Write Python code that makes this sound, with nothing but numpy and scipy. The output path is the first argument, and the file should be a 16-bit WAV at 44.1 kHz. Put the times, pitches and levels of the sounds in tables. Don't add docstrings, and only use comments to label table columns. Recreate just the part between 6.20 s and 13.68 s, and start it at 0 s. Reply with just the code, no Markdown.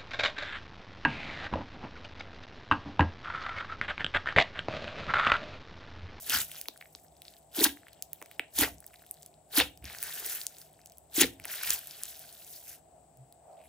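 import sys
import numpy as np
from scipy import signal
from scipy.fft import rfft, irfft
from scipy.io import wavfile

SR = 44100
rng = np.random.default_rng(int(sys.argv[2]) if len(sys.argv) > 2 else 0)


def field_ratio(decibels):
    return 10 ** (np.asarray(decibels, dtype=float) / 20)


def int16_out(signal):
    q = np.round(np.clip(np.atleast_2d(signal).T, -1, 1) * 32767)
    wavfile.write(sys.argv[1], SR, q.astype(np.int16))


N = 329868
FIZZ_TOP_HZ = 15800


def rms_one(x):
    return x / np.sqrt(np.mean(x ** 2) + 1e-20)


def peak_one(x):
    return x / np.abs(x).max()


def in_time(rows):
    s, *columns = np.transpose(rows)
    return [np.interp(np.arange(N) / SR, s, c) for c in columns]


def at_hz(points, hz):
    points = np.array(points)
    return np.interp(np.log(hz + 1e-9), np.log(points[:, 0]), points[:, 1])


def drift(rate):
    r = np.exp(-80 * np.pi * rate / SR)
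    noise = rng.standard_normal(N // 40 + 2002)
    slow = signal.lfilter([1], [1, -2 * r, r * r], noise)[2000:]
    return np.interp(np.arange(N) / 40, np.arange(len(slow)), rms_one(slow))


def resonance(x, hz, width_hz):
    r = np.exp(-np.pi * width_hz / SR)
    zeros = np.array([1, 0, -1]) * (1 - r * r) / 2
    return signal.lfilter(zeros, [1, -2 * r * np.cos(2 * np.pi * hz / SR), r * r], x)


def add(out, s, sound):
    i = max(round(s * SR), 0)
    out[i:i + len(sound)] += sound[:N - i]


def coherent(mid, side, alike):
    return np.sqrt(1 + alike) * mid + np.sqrt(1 - alike) * side * [[1], [-1]]


def stroke(start, end, peak_db, build_db, rise, fall):
    t = np.arange(N) / SR
    held = peak_db - build_db * np.clip((end - t) / (end - start + 1e-6), 0, 1)
    before, after = np.maximum(start - t, 0), np.maximum(t - end, 0)
    return field_ratio(2 * (held - rise * before - fall * after))


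# seal breaks t/s, fingers free t/s, crackle level/dB,
# fizz level/dB, squelch level/dB
PULLS = [
    (1.356, 1.456, -29, -24, -37.5),
    (2.371, 2.432, -25.5, -22, -34),
    (3.349, 3.4, -22.5, -21, -28.5),
    (4.957, 5.02, -23.5, -24.5, -34),
]
# start t/s, end t/s, crackle level/dB, fizz level/dB
PRESSES = [(0, 0.063, -60, -49.5), (0.312, 0.378, -55.5, -49), (0.593, 0.776, -76, -63),
           (1.072, 1.099, -66, -61), (1.594, 1.793, -67, -73.5), (1.94, 2.15, -68, -68),
           (2.637, 3.058, -71, -65), (4.3, 4.412, -62, -58.5), (4.6, 4.753, -75, -69.5),
           (7.386, 7.461, -70, -73.5)]
# t/s, effort as crackle level/dB, thinness as extra fizz level/dB, pocket f/Hz
SPREAD = [(.06, -54, 7, 3176), (.115, -32.5, -1, 3260), (.14, -30.5, 4, 1516), (.21, -40.5, 7, 1500),
          (.27, -62.5, 8.5, 3000)]
FOLD = [(3.601, -90.5, 19.5, 2400), (3.635, -55, -11.5, 2265), (3.66, -45.5, -7, 2060),
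        (3.8, -50, 2.5, 1788), (3.85, -45, 5.5, 1733), (4.03, -45.5, 4.5, 1680), (4.1, -43.5, 11, 1614),
        (4.159, -44, 4, 1690), (4.251, -57.5, 8.5, 1690)]
GRAB = [(5.172, -72.5, -6.5, 1995), (5.26, -54.5, 0.5, 1924), (5.312, -45, 4.5, 1965),
        (5.421, -43, 2.5, 2189), (5.503, -39, 7, 2475), (5.55, -44.5, 9, 2563), (5.621, -57.5, 4.5, 2920)]
STRETCH = [(5.631, -58, 3, 3330), (5.85, -56, 6, 3530), (6.15, -60.5, 4.5, 4005), (6.35, -61.5, 11.5, 4210),
           (6.44, -67.5, 11, 3040), (6.501, -54.5, 10.5, 2184), (6.55, -61, 7, 2304),
           (6.6, -79, 13.5, 2514)]


def handling():
    break_rise = 606.5
    wet_fall, fizz_fall, squelch_fall = 479.5, 519, 499
    wet = fine = squelch = field_ratio(2 * -90.5)
    for start, free, wet_db, fine_db, squelch_db in PULLS:
        wet = wet + stroke(start, free, wet_db, 17.5, break_rise, wet_fall)
        fine = fine + stroke(start, free - .015, fine_db, 13, break_rise, fizz_fall)
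        fine = fine + stroke(free, free + 0.028, fine_db - 18, 0, break_rise, 254)
        squelch = squelch + stroke(start + 0.031, free + 0.0046, squelch_db, 4.5, break_rise, squelch_fall)
    for start, end, wet_db, fine_db in PRESSES:
        shape = stroke(start, end, 0, 0, rise=130, fall=112)
        wet = wet + field_ratio(2 * wet_db) * shape
        fine = fine + field_ratio(2 * fine_db) * shape
    for gesture in SPREAD, FOLD, GRAB, STRETCH:
        effort_db, thin_db, _ = in_time(gesture)
        power = field_ratio(2 * effort_db) * stroke(gesture[0][0], gesture[-1][0], 0, 0, break_rise, break_rise)
        wet = wet + power
        fine = fine + power * field_ratio(2 * thin_db)
        squelch = squelch + power * field_ratio(2 * -15)
    return 10 * np.log10([wet, fine, squelch])


def pockets():
    sealed_hz, open_hz, rest_hz, opening_s, closing_s = 3700, 1900, 3200, .04, .06
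    rows = [(s, hz) for s, _, _, hz in SPREAD + FOLD + GRAB + STRETCH]
    rows += [(N / SR, 2710.0)]
    for _, free, *_ in PULLS:
        rows += [(free - opening_s, sealed_hz), (free, open_hz), (free + closing_s, rest_hz)]
    return sorted(rows)


def grains(spectrum, per_s, spread_db, sharpness, clump_db, patchy_db, width, count, pocket_db=0):
    sizes = field_ratio(spread_db * np.minimum(rng.exponential(1, N), 5)) * rng.choice([-1, 1], N)
    struck = rng.random(N) < per_s / SR
    clumps = field_ratio(clump_db * (drift(31) + drift(4.3)))
    impulses = sizes * struck / np.sqrt(per_s) * clumps
    impulses = impulses * (1 + width * rng.standard_normal(N) * [[1], [-1]])
    dealt = rng.integers(0, count, N)
    pocket, out = np.log(in_time(pockets())[0]), 0
    for k, hz in enumerate(np.geomspace(spectrum[0][0], spectrum[-1][0], count)):
        favoured_db = pocket_db * np.clip(1 - ((np.log(hz) - pocket) / .32) ** 2, 0, 1)
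        gain = field_ratio(at_hz(spectrum, hz) + patchy_db * drift(13) + favoured_db)
        out = out + gain * resonance(impulses * (dealt == k) + 1e-18, hz, hz / sharpness)
    return rms_one(out)


# f/Hz, level/dB per grain; low squelch, wet crackle, fine fizz
SQUELCH = [(420, 8), (600, -6), (850, 10), (1050, -13.5)]
WET = [(1400, -2), (1600, 1), (2200, -5), (3500, -0.5), (5500, -5)]
FINE = [(5500, -6), (7000, -3.5), (9000, -14), (11000, -7.5), (14000, 6.5), (15600, 2.5)]


def tearing(wet_db, fine_db, squelch_db):
    busy = np.clip(field_ratio(wet_db + 58), .12, 1)
    squelch = grains(SQUELCH, per_s=900, spread_db=2.5, sharpness=4.5, clump_db=2.0, patchy_db=2.1,
                     width=.1, count=6)
    wet = grains(WET, per_s=2600 * busy, spread_db=2.6, sharpness=7.77, clump_db=1.4, patchy_db=1.9,
                 width=.3, count=14, pocket_db=4)
    fine = grains(FINE, per_s=9000 * busy, spread_db=-1.5, sharpness=4.8, clump_db=1.85, patchy_db=1.0,
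                  width=0.51, count=12)
    top = signal.cheby2(10, 40, FIZZ_TOP_HZ + 200, fs=SR, output="sos")
    fine = signal.sosfilt(top, fine)
    return field_ratio(squelch_db) * squelch + field_ratio(wet_db + 0.48) * wet + field_ratio(fine_db + 3.0) * fine


# t/s, cavity peak level/dB, cavity f/Hz, snap peak level/dB Under pressing
PRESS_POPS = [(0.0218, -42, 6180, -31), (0.316, -31, 3200, -25.5), (0.3558, -33.5, 5070, -52),
              (0.3675, -36, 3900, -40), (0.4136, -29, 4530, -19.5), (0.457, -39, 2250, -41.5),
              (0.4845, -20.5, 3950, -20), (0.561, -46, 1570, -61), (0.5756, -43, 4694, -39),
              (0.6125, -35.5, 2170, -40), (0.6249, -35, 2080, -55.9), (0.6569, -44, 2040, -62),
              (0.7502, -33, 4200, -49), (1.0194, -38, 3870, -33.5), (1.0523, -39, 4300, -59),
              (1.0815, -33, 3980, -66), (1.1665, -47, 4070, -51), (1.5716, -42.5, 1970, -57),
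              (1.633, -47, 1740, -83), (1.6685, -43, 1830, -68), (1.6835, -44, 1980, -40),
              (1.7313, -45, 5200, -37.5), (1.824, -19.5, 7000, -19.5), (1.9318, -39, 4400, -21),
              (2.016, -38, 1910, -35), (2.0251, -39, 2300, -30), (2.06, -46, 2239, -37),
              (2.1135, -40.5, 2200, -35), (2.1953, -26, 2000, -25.5),
              (2.583, -42, 6060, -49), (2.604, -45, 6761, -31.5), (2.6424, -49, 1900, -42),
             (2.665, -56, 7300, -26), (2.741, -46, 2060, -37), (2.9112, -38, 7300, -20),
             (3.024, -39, 7420, -40), (3.0305, -36.5, 7030, -36), (3.0619, -34.5, 7200, -29.5),
             (3.141, -47.5, 4130, -61), (4.2672, -16.5, 6900, -18.5), (4.3485, -45, 4560, -47),
             (4.3681, -41, 4580, -44), (4.3843, -36, 7530, -34), (4.416, -35, 4960, -37.5),
             (4.531, -60, 7340, -42.5), (4.6156, -47, 5500, -51), (4.6595, -36, 6530, -31.5),
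             (4.672, -40, 7200, -62), (4.6984, -43, 7300, -46), (4.7207, -43.5, 5380, -40),
             (4.7725, -47, 6804, -41), (4.783, -45.5, 6700, -32)]
PULL_POPS = [(0.097, -18, 6000, -13.5), (0.1046, -21, 3240, -20.5), (0.1875, -20.5, 7000, -26),
             (0.2168, -22, 6955, -27.5), (1.36, -61, 7321, -25.5), (1.3652, -30, 6567, -18.5),
             (1.3918, -18, 3900, -22.5), (1.408, -17.5, 4600, -18.5), (1.4402, -13, 4000, -3),
             (1.4528, -21.5, 1600, -39), (1.4919, -28.5, 3190, -29), (2.3879, -13, 5400, -7),
             (2.423, -22, 4170, -19), (2.436, -30, 1970, -25), (2.487, -37, 6700, -35),
             (3.372, -20, 4200, -15.5), (3.376, -22, 2132, -14.5), (3.4011, -8.5, 2780, -13),
             (5.0052, -24.5, 6600, -13.5), (5.01, -9, 6240, -7.5), (5.0135, -10, 3350, -5.5)]
SHEET_POPS = [(3.575, -41.5, 5050, -39.5), (3.6429, -38, 2450, -27.5), (3.7483, -34, 1730, -47),
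              (3.7858, -29, 5270, -32.5), (3.828, -32, 1940, -16), (3.8367, -28, 7200, -19.5),
              (4.0017, -37, 4457, -34), (4.205, -42, 3570, -31), (4.215, -24, 4450, -32.5),
              (5.199, -35, 2230, -33.5), (5.24, -32, 5400, -43), (5.247, -33.5, 2570, -57),
              (5.254, -32.5, 1960, -18.5), (5.434, -33, 1894, -18), (5.4495, -40, 1937, -21),
              (5.4958, -26, 7385, -16), (5.5051, -6, 6900, -8.5), (5.591, -51, 2713, -24.5),
              (5.6719, -38.5, 5740, -25), (5.7104, -32, 5160, -41), (5.835, -16.5, 8150, -17),
              (5.855, -29, 7360, -43), (5.955, -34.5, 5400, -55), (5.9936, -41, 5469, -29.5),
              (6.2666, -56, 5060, -35.5), (7.125, -48, 4134, -40)]
TICKS = [(0.2976, -47, 2140, -40), (0.347, -46, 1450, -55), (0.362, -34, 3300, -55),
         (0.569, -48, 7500, -46), (0.61, -42, 4300, -52), (0.787, -55, 2180, -61), (0.849, -59, 1700, -70),
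         (0.866, -55, 4500, -62), (0.883, -49, 5430, -67), (0.9676, -47.5, 5000, -65),
         (1.138, -46.5, 3800, -54), (2.308, -57, 4260, -67), (2.6256, -50, 1600, -65),
         (2.678, -45, 5500, -50), (2.707, -55, 1450, -58), (2.735, -48, 2500, -63), (2.745, -47, 2100, -58),
         (2.759, -40.5, 3890, -61), (2.821, -53.5, 1570, -58), (2.839, -52, 1680, -60),
         (2.847, -52, 3690, -61), (2.8645, -50, 3500, -40), (2.942, -41, 7660, -39),
         (2.974, -61, 1800, -56), (3.625, -50, 2160, -57), (3.6542, -31, 5600, -41),
         (3.6802, -46, 2200, -51.5), (3.6996, -38, 2140, -50), (3.926, -31, 3500, -46.5),
         (4.0625, -31.5, 7720, -26), (5.282, -30, 6200, -45), (5.301, -41, 2780, -42),
         (5.3138, -35, 1850, -33.5), (5.34, -29, 1750, -33.5), (5.6593, -49, 3740, -50),
         (5.7934, -45, 2720, -48), (5.8157, -45, 1590, -46), (5.846, -40, 3280, -54),
         (5.9256, -53, 3580, -50), (6.0254, -42.5, 4060, -50), (6.127, -49, 3950, -34),
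         (6.2204, -45, 2900, -52), (6.247, -37, 7400, -47), (6.285, -47, 6910, -49),
         (6.972, -56, 6490, -46), (7.415, -52, 2840, -58), (7.439, -56, 2700, -51),
         (7.3695, -62, 2790, -62), (7.391, -62, 2290, -65.5), (7.456, -53, 2180, -59)]


def pops():
    out, t = np.zeros(N), np.arange(1200) / SR
    rows = PRESS_POPS + PULL_POPS + SHEET_POPS + TICKS
    bright = signal.butter(4, [8800, 16100], "band", fs=SR, output="sos")
    opening = 1 - np.exp(-t / 0.00007)
    for (s, cavity_db, hz, snap_db), noise in zip(rows, rng.standard_normal((len(rows), 2, len(t)))):
        t60 = .0028 + .15 * field_ratio(snap_db) ** 4
        dying = opening * field_ratio(-60 * t / t60)
        swell = (1 - np.exp(-3 * t * hz)) ** 2
        decay = field_ratio(-60 * t * hz / 7)
        ringing = .75 * peak_one(swell * decay * np.sin(2 * np.pi * hz * t))
        around = signal.butter(2, [hz / 1.8, hz * 1.7], "band", fs=SR, output="sos")
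        spray = field_ratio(-11) * peak_one(dying * signal.sosfilt(around, noise[0]))
        snap = peak_one(dying * signal.sosfilt(bright, noise[1]))
        add(out, s, field_ratio(cavity_db + 5.5) * (ringing + spray) + field_ratio(snap_db + 1.5) * snap)
    return out


# t/s, peak level/dB, f/Hz
CLICKS = [(.4137, -28, 7800), (.7503, -28, 5600), (1.067, -44, 4200), (2.0254, -32.5, 6600),
          (2.0597, -42, 5800), (2.1137, -39, 3900), (2.1954, -13, 2550), (1.9322, -17, 11600),
          (2.6424, -42, 5200), (3.654, -41, 2700), (3.8277, -21.5, 7800), (4.0018, -34, 6400),
          (4.343, -43, 6200), (4.527, -56, 4100), (4.558, -61, 3100), (4.592, -50, 1800),
          (5.2545, -30, 7200), (5.4495, -32, 3900), (2.9105, -47, 2600), (7.402, -54, 2650),
          (1.3495, -36.5, 6200), (2.355, -38, 3700), (5.3685, -38, 4300)]


def clicks():
    out, t = np.zeros(N), np.arange(300) / SR
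    for s, peak_db, hz in CLICKS:
        shape = t * hz * field_ratio(-60 * t * hz / 3.9)
        add(out, s, field_ratio(peak_db) * peak_one(shape * np.sin(2 * np.pi * hz * t)))
    return out


# t/s, peak level/dB, hole f/Hz, decay t60/s
PLOPS = [(0.101, -44, 288, 0.037), (0.15, -43.5, 260, 0.062), (1.378, -36.5, 397, 0.04),
         (1.388, -23.5, 316, 0.035), (1.412, -22.5, 407, 0.055), (1.42, -20.5, 335, 0.025),
         (1.434, -32.5, 331, 0.03), (1.464, -23, 301, 0.038), (1.496, -44, 287.6, 0.17),
         (2.394, -26.5, 300, 0.032), (2.419, -25.5, 288, 0.061), (2.434, -28, 473, 0.039),
         (3.381, -22, 292, 0.06), (3.403, -29.5, 478, 0.018), (3.42, -30, 509, 0.046),
         (5.045, -26.5, 475, 0.04), (3.642, -44.5, 298, 0.019), (4.983, -22, 316, 0.035),
         (4.998, -29.5, 330, 0.034), (5.008, -27.5, 345, 0.035), (5.019, -16.5, 340, 0.025),
         (5.032, -25.5, 267.3, 0.14)]


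def plops():
    out, t = np.zeros(N), np.arange(6000) / SR
    for s, peak_db, hz, t60 in PLOPS:
        shape = (1 - np.exp(-t / 0.0027)) ** 2 * field_ratio(-60 * t / np.clip(t60, .01, .15))
        add(out, s - .004, field_ratio(peak_db) * shape / shape.max() * np.sin(2 * np.pi * hz * t))
    return out


# start t/s,
# length t/s, rms level/dB, pocket f/Hz
GURGLES = [(0.067, 0.035, -53.5, 1670), (0.097, .01, -34.5, 3220), (.123, 0.0089, -35, 2950),
           (.124, 0.011, -52, 1600), (0.134, 0.015, -36, 1530), (0.143, 0.017, -35.5, 3200),
           (.17, .005, -41.5, 4500), (0.199, .007, -47, 1990), (0.212, 0.0083, -45, 3000),
           (1.4, 0.0057, -31.5, 3700), (1.411, 0.0065, -34, 1965), (1.44, 0.0042, -19.5, 3890),
           (1.454, 0.003, -27, 1730), (1.455, 0.0036, -32, 3730), (1.461, 0.0072, -33, 1930),
           (1.463, .007, -36, 3940), (2.399, 0.01, -32, 6550), (2.41, 0.0256, -41.5, 1900),
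           (2.433, 0.0086, -29, 1780), (2.447, 0.016, -43, 2280), (3.325, 0.014, -46, 3880),
           (3.364, 0.016, -29.5, 4220), (3.39, .006, -24.5, 3850), (3.398, 0.0043, -30, 1914),
           (3.407, 0.013, -34.5, 900), (3.408, 0.01, -24.5, 3340), (3.419, 0.004, -31, 2970),
           (3.445, 0.046, -57, 3250), (4.957, 0.011, -34, 6800), (4.964, 0.0036, -39.5, 2040),
           (5.003, 0.019, -24.5, 6680), (5.009, 0.0055, -23.5, 2770), (5.018, .006, -27.5, 3360),
           (5.027, 0.017, -32, 1970), (5.031, 0.012, -30, 3940), (6.335, 0.04, -58, 4650),
           (7.386, 0.08, -72, 2400), (7.241, 0.091, -58.5, 684), (7.362, 0.053, -55, 640),
           (.2, 0.0077, -33, 7400), (1.441, 0.0038, -22, 6100), (3.352, 0.042, -34.5, 11300),
           (2.385, 0.033, -31, 11400), (7.439, .035, -64.5, 10980)]


def gurgles():
    out, t = np.zeros((2, N)), np.arange(7000) / SR
    sharpness, rise_s, edge_s, width = 3.6, .0008, .0022, .35
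    for (s, length, db, hz), noise in zip(GURGLES, rng.standard_normal((len(GURGLES), 2, len(t)))):
        width_hz = hz / sharpness
        mid, side = resonance(resonance(noise, hz, width_hz), hz, width_hz)
        side = side * min(hz / 4000, 1)
        gate = np.clip(t / rise_s, 0, 1) * np.exp(-np.maximum(t - length, 0) / edge_s)
        gate = gate * field_ratio(db) / np.sqrt(np.mean(mid[t < length + edge_s] ** 2))
        add(out[0], s, gate * (mid + width * side))
        add(out[1], s, gate * (mid - width * side))
    return out


# t/s, peak level/dB
THUMPS = [(.4847, -35), (0.7498, -48), (2.0162, -38.5), (2.0249, -40), (2.1956, -31), (5.256, -41.5)]


def thumps():
    out, t = np.zeros(N), np.arange(2000) / SR
    from_hz, to_hz, sink_s, t60 = 1525, 249, .0022, 0.031
    turns = to_hz * t + (from_hz - to_hz) * sink_s * (1 - np.exp(-t / sink_s))
    for s, peak_db in THUMPS:
        add(out, s, field_ratio(peak_db - 60 * t / t60) * np.sin(2 * np.pi * turns))
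    return out


# t/s, peak level/dB, f/Hz, spread t/s
SWINGS = [
    (7.015, -47.5, 130, 0.03),
    (2.5, -49.5, 690, 0.013),
]


def swings():
    t, out = np.arange(N) / SR, 0
    for s, db, hz, spread in SWINGS:
        out = out + field_ratio(db - 7.5 * ((t - s) / spread) ** 2) * np.sin(2 * np.pi * hz * t)
    return out


def bumps(rows, rest_db, rise, fall):
    peaks = sum(stroke(s, s, db, 0, rise, fall) for s, db in rows)
    return 10 * np.log10(field_ratio(2 * rest_db) + peaks)


def humming(modes, level_db, lumpy_db, alike):
    mid, side = rng.standard_normal((2, N))
    noise, tuned = coherent(mid, side, alike), 0
    for hz, width_hz, db in modes:
        mode = resonance(resonance(noise, hz, width_hz), hz, width_hz)
        tuned = tuned + field_ratio(db) * mode / np.sqrt(width_hz)
    return field_ratio(level_db + lumpy_db * drift(4.6)) * rms_one(tuned)


# f/Hz, width f/Hz, level/dB
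TABLE = [(66, 30, 0), (95, 35, -4), (150, 60, -8)]
# t/s, peak level/dB
JOLTS = [(0, -60.5), (.165, -44.5), (1.44, -49), (2.42, -43), (2.52, -48.5), (3.43, -44), (3.64, -45.5),
         (5.035, -40.5), (5.21, -53), (5.5, -54), (7.48, -57)]


def table():
    return humming(TABLE, bumps(JOLTS, -70.5, rise=292.5, fall=177.5), lumpy_db=0.0, alike=0.95)


# f/Hz, t60/s
ROOM_T60 = [(300, .35), (1300, .16), (3000, .26), (5000, .19), (12000, .16)]


def room(x):
    t, tail = np.arange(SR // 2) / SR, 0
    edges = np.geomspace(150, 16000, 11)
    for low, high in zip(edges, edges[1:]):
        band_pass = signal.butter(2, [low, high], "band", fs=SR, output="sos")
        mid, side = signal.sosfilt(band_pass, rng.standard_normal((2, len(t))))
        band = coherent(mid, side, alike=1 / (1 + low / 800))
        tail = tail + band * field_ratio(-60 * t / at_hz(ROOM_T60, np.sqrt(low * high)))
    tail = tail * np.clip((t - .002) / 0.00066, 0, 1)
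    tail = tail / np.sqrt(np.sum(tail ** 2) / 2)
    return signal.fftconvolve(x[None], tail, axes=1)[:, :N]


# f/Hz, lead of the left port/rad
PORT_LEAD = [(0, -.3), (620, -.33), (800, .7), (1050, .7), (1400, .1), (2800, .3), (3600, 1.15),
             (5500, .75), (8800, .1), (9800, 1), (11000, 0), (13350, -3.14), (15200, -6.28), (22050, -6.28)]
# f/Hz, left minus right level/dB
PORT_BALANCE = [(380, 0), (520, .6), (800, -4), (1300, -.9), (2400, 0), (4400, 2.5), (9200, 2.5),
                (11500, 0)]


def ports(x):
    hz = np.fft.rfftfreq(N, 1 / SR)
    both = rfft(x)
    both = np.where(hz > 11200, both[0], both)
    lead = np.interp(hz, *np.transpose(PORT_LEAD))
    tilt = field_ratio(at_hz(PORT_BALANCE, hz) / 2)
    return irfft(both * np.array([tilt, np.exp(-1j * lead) / tilt]), N)


# f/Hz, width f/Hz, level/dB
DRONE = [(671, 205, 8.5), (756, 65, -15)]
# t/s, peak level/dB
SWELLS = [(.1, -64), (2.217, -60), (4.11, -62), (5.28, -56), (6.75, -60), (7.27, -66), (7.33, -52.5),
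          (7.4, -59)]


def drone():
    since = np.arange(N) / SR - np.array(PULLS)[:, 1:2]
    dip_db = -2.5 * np.sum((since > 0) * np.exp(-np.abs(since) / 0.075), axis=0)
    swell_db = bumps(SWELLS, -62.5, rise=104, fall=104)
    return humming(DRONE, swell_db + dip_db, lumpy_db=1 / 2, alike=0.45)


def motor():
    return humming([(152.8, 13, 0)], -72.5, lumpy_db=1.5, alike=.9)


def whine():
    hz, width_hz = 7980, 1400
    band = resonance(resonance(rng.standard_normal(N), hz, width_hz), hz, .8 * width_hz)
    return field_ratio(-65) * rms_one(band) * [[1], [0]]


# f/Hz, level/dB per Hz
AIR = [(25, -28.5), (60, -4), (200, -6), (430, -3), (900, -21), (1400, -23), (3000, -24), (7000, -27),
       (11000, -26.5), (15000, -27)]


def air():
    hz = np.fft.rfftfreq(N, 1 / SR)
    mid, side = rfft(rng.standard_normal((2, N))) * field_ratio(at_hz(AIR, hz)) * (hz < FIZZ_TOP_HZ)
    alike = 1 / (1 + hz / 1500)
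    return field_ratio(-67.5) * rms_one(irfft(coherent(mid, side, alike), N))


def scene():
    mass = pops() + clicks() + gurgles() + thumps() + plops() + swings() + tearing(*handling())
    near = mass + field_ratio(-16) * room(mass.mean(axis=0)) + air()
    return ports(near) + table() + drone() + motor() + whine()


def top_cut(x):
    return signal.sosfilt(signal.butter(12, 16970, fs=SR, output="sos"), x)


def record(dry):
    rounded = 0.91 * np.tanh(dry / 1.061)
    cut = signal.sosfilt(signal.butter(3, 50, "high", fs=SR, output="sos"), rounded)
    cut = signal.sosfilt(signal.cheby2(12, 70, 17450, fs=SR, output="sos"), cut)
    return top_cut(cut)


dry = scene()
out = record(dry)
int16_out(out)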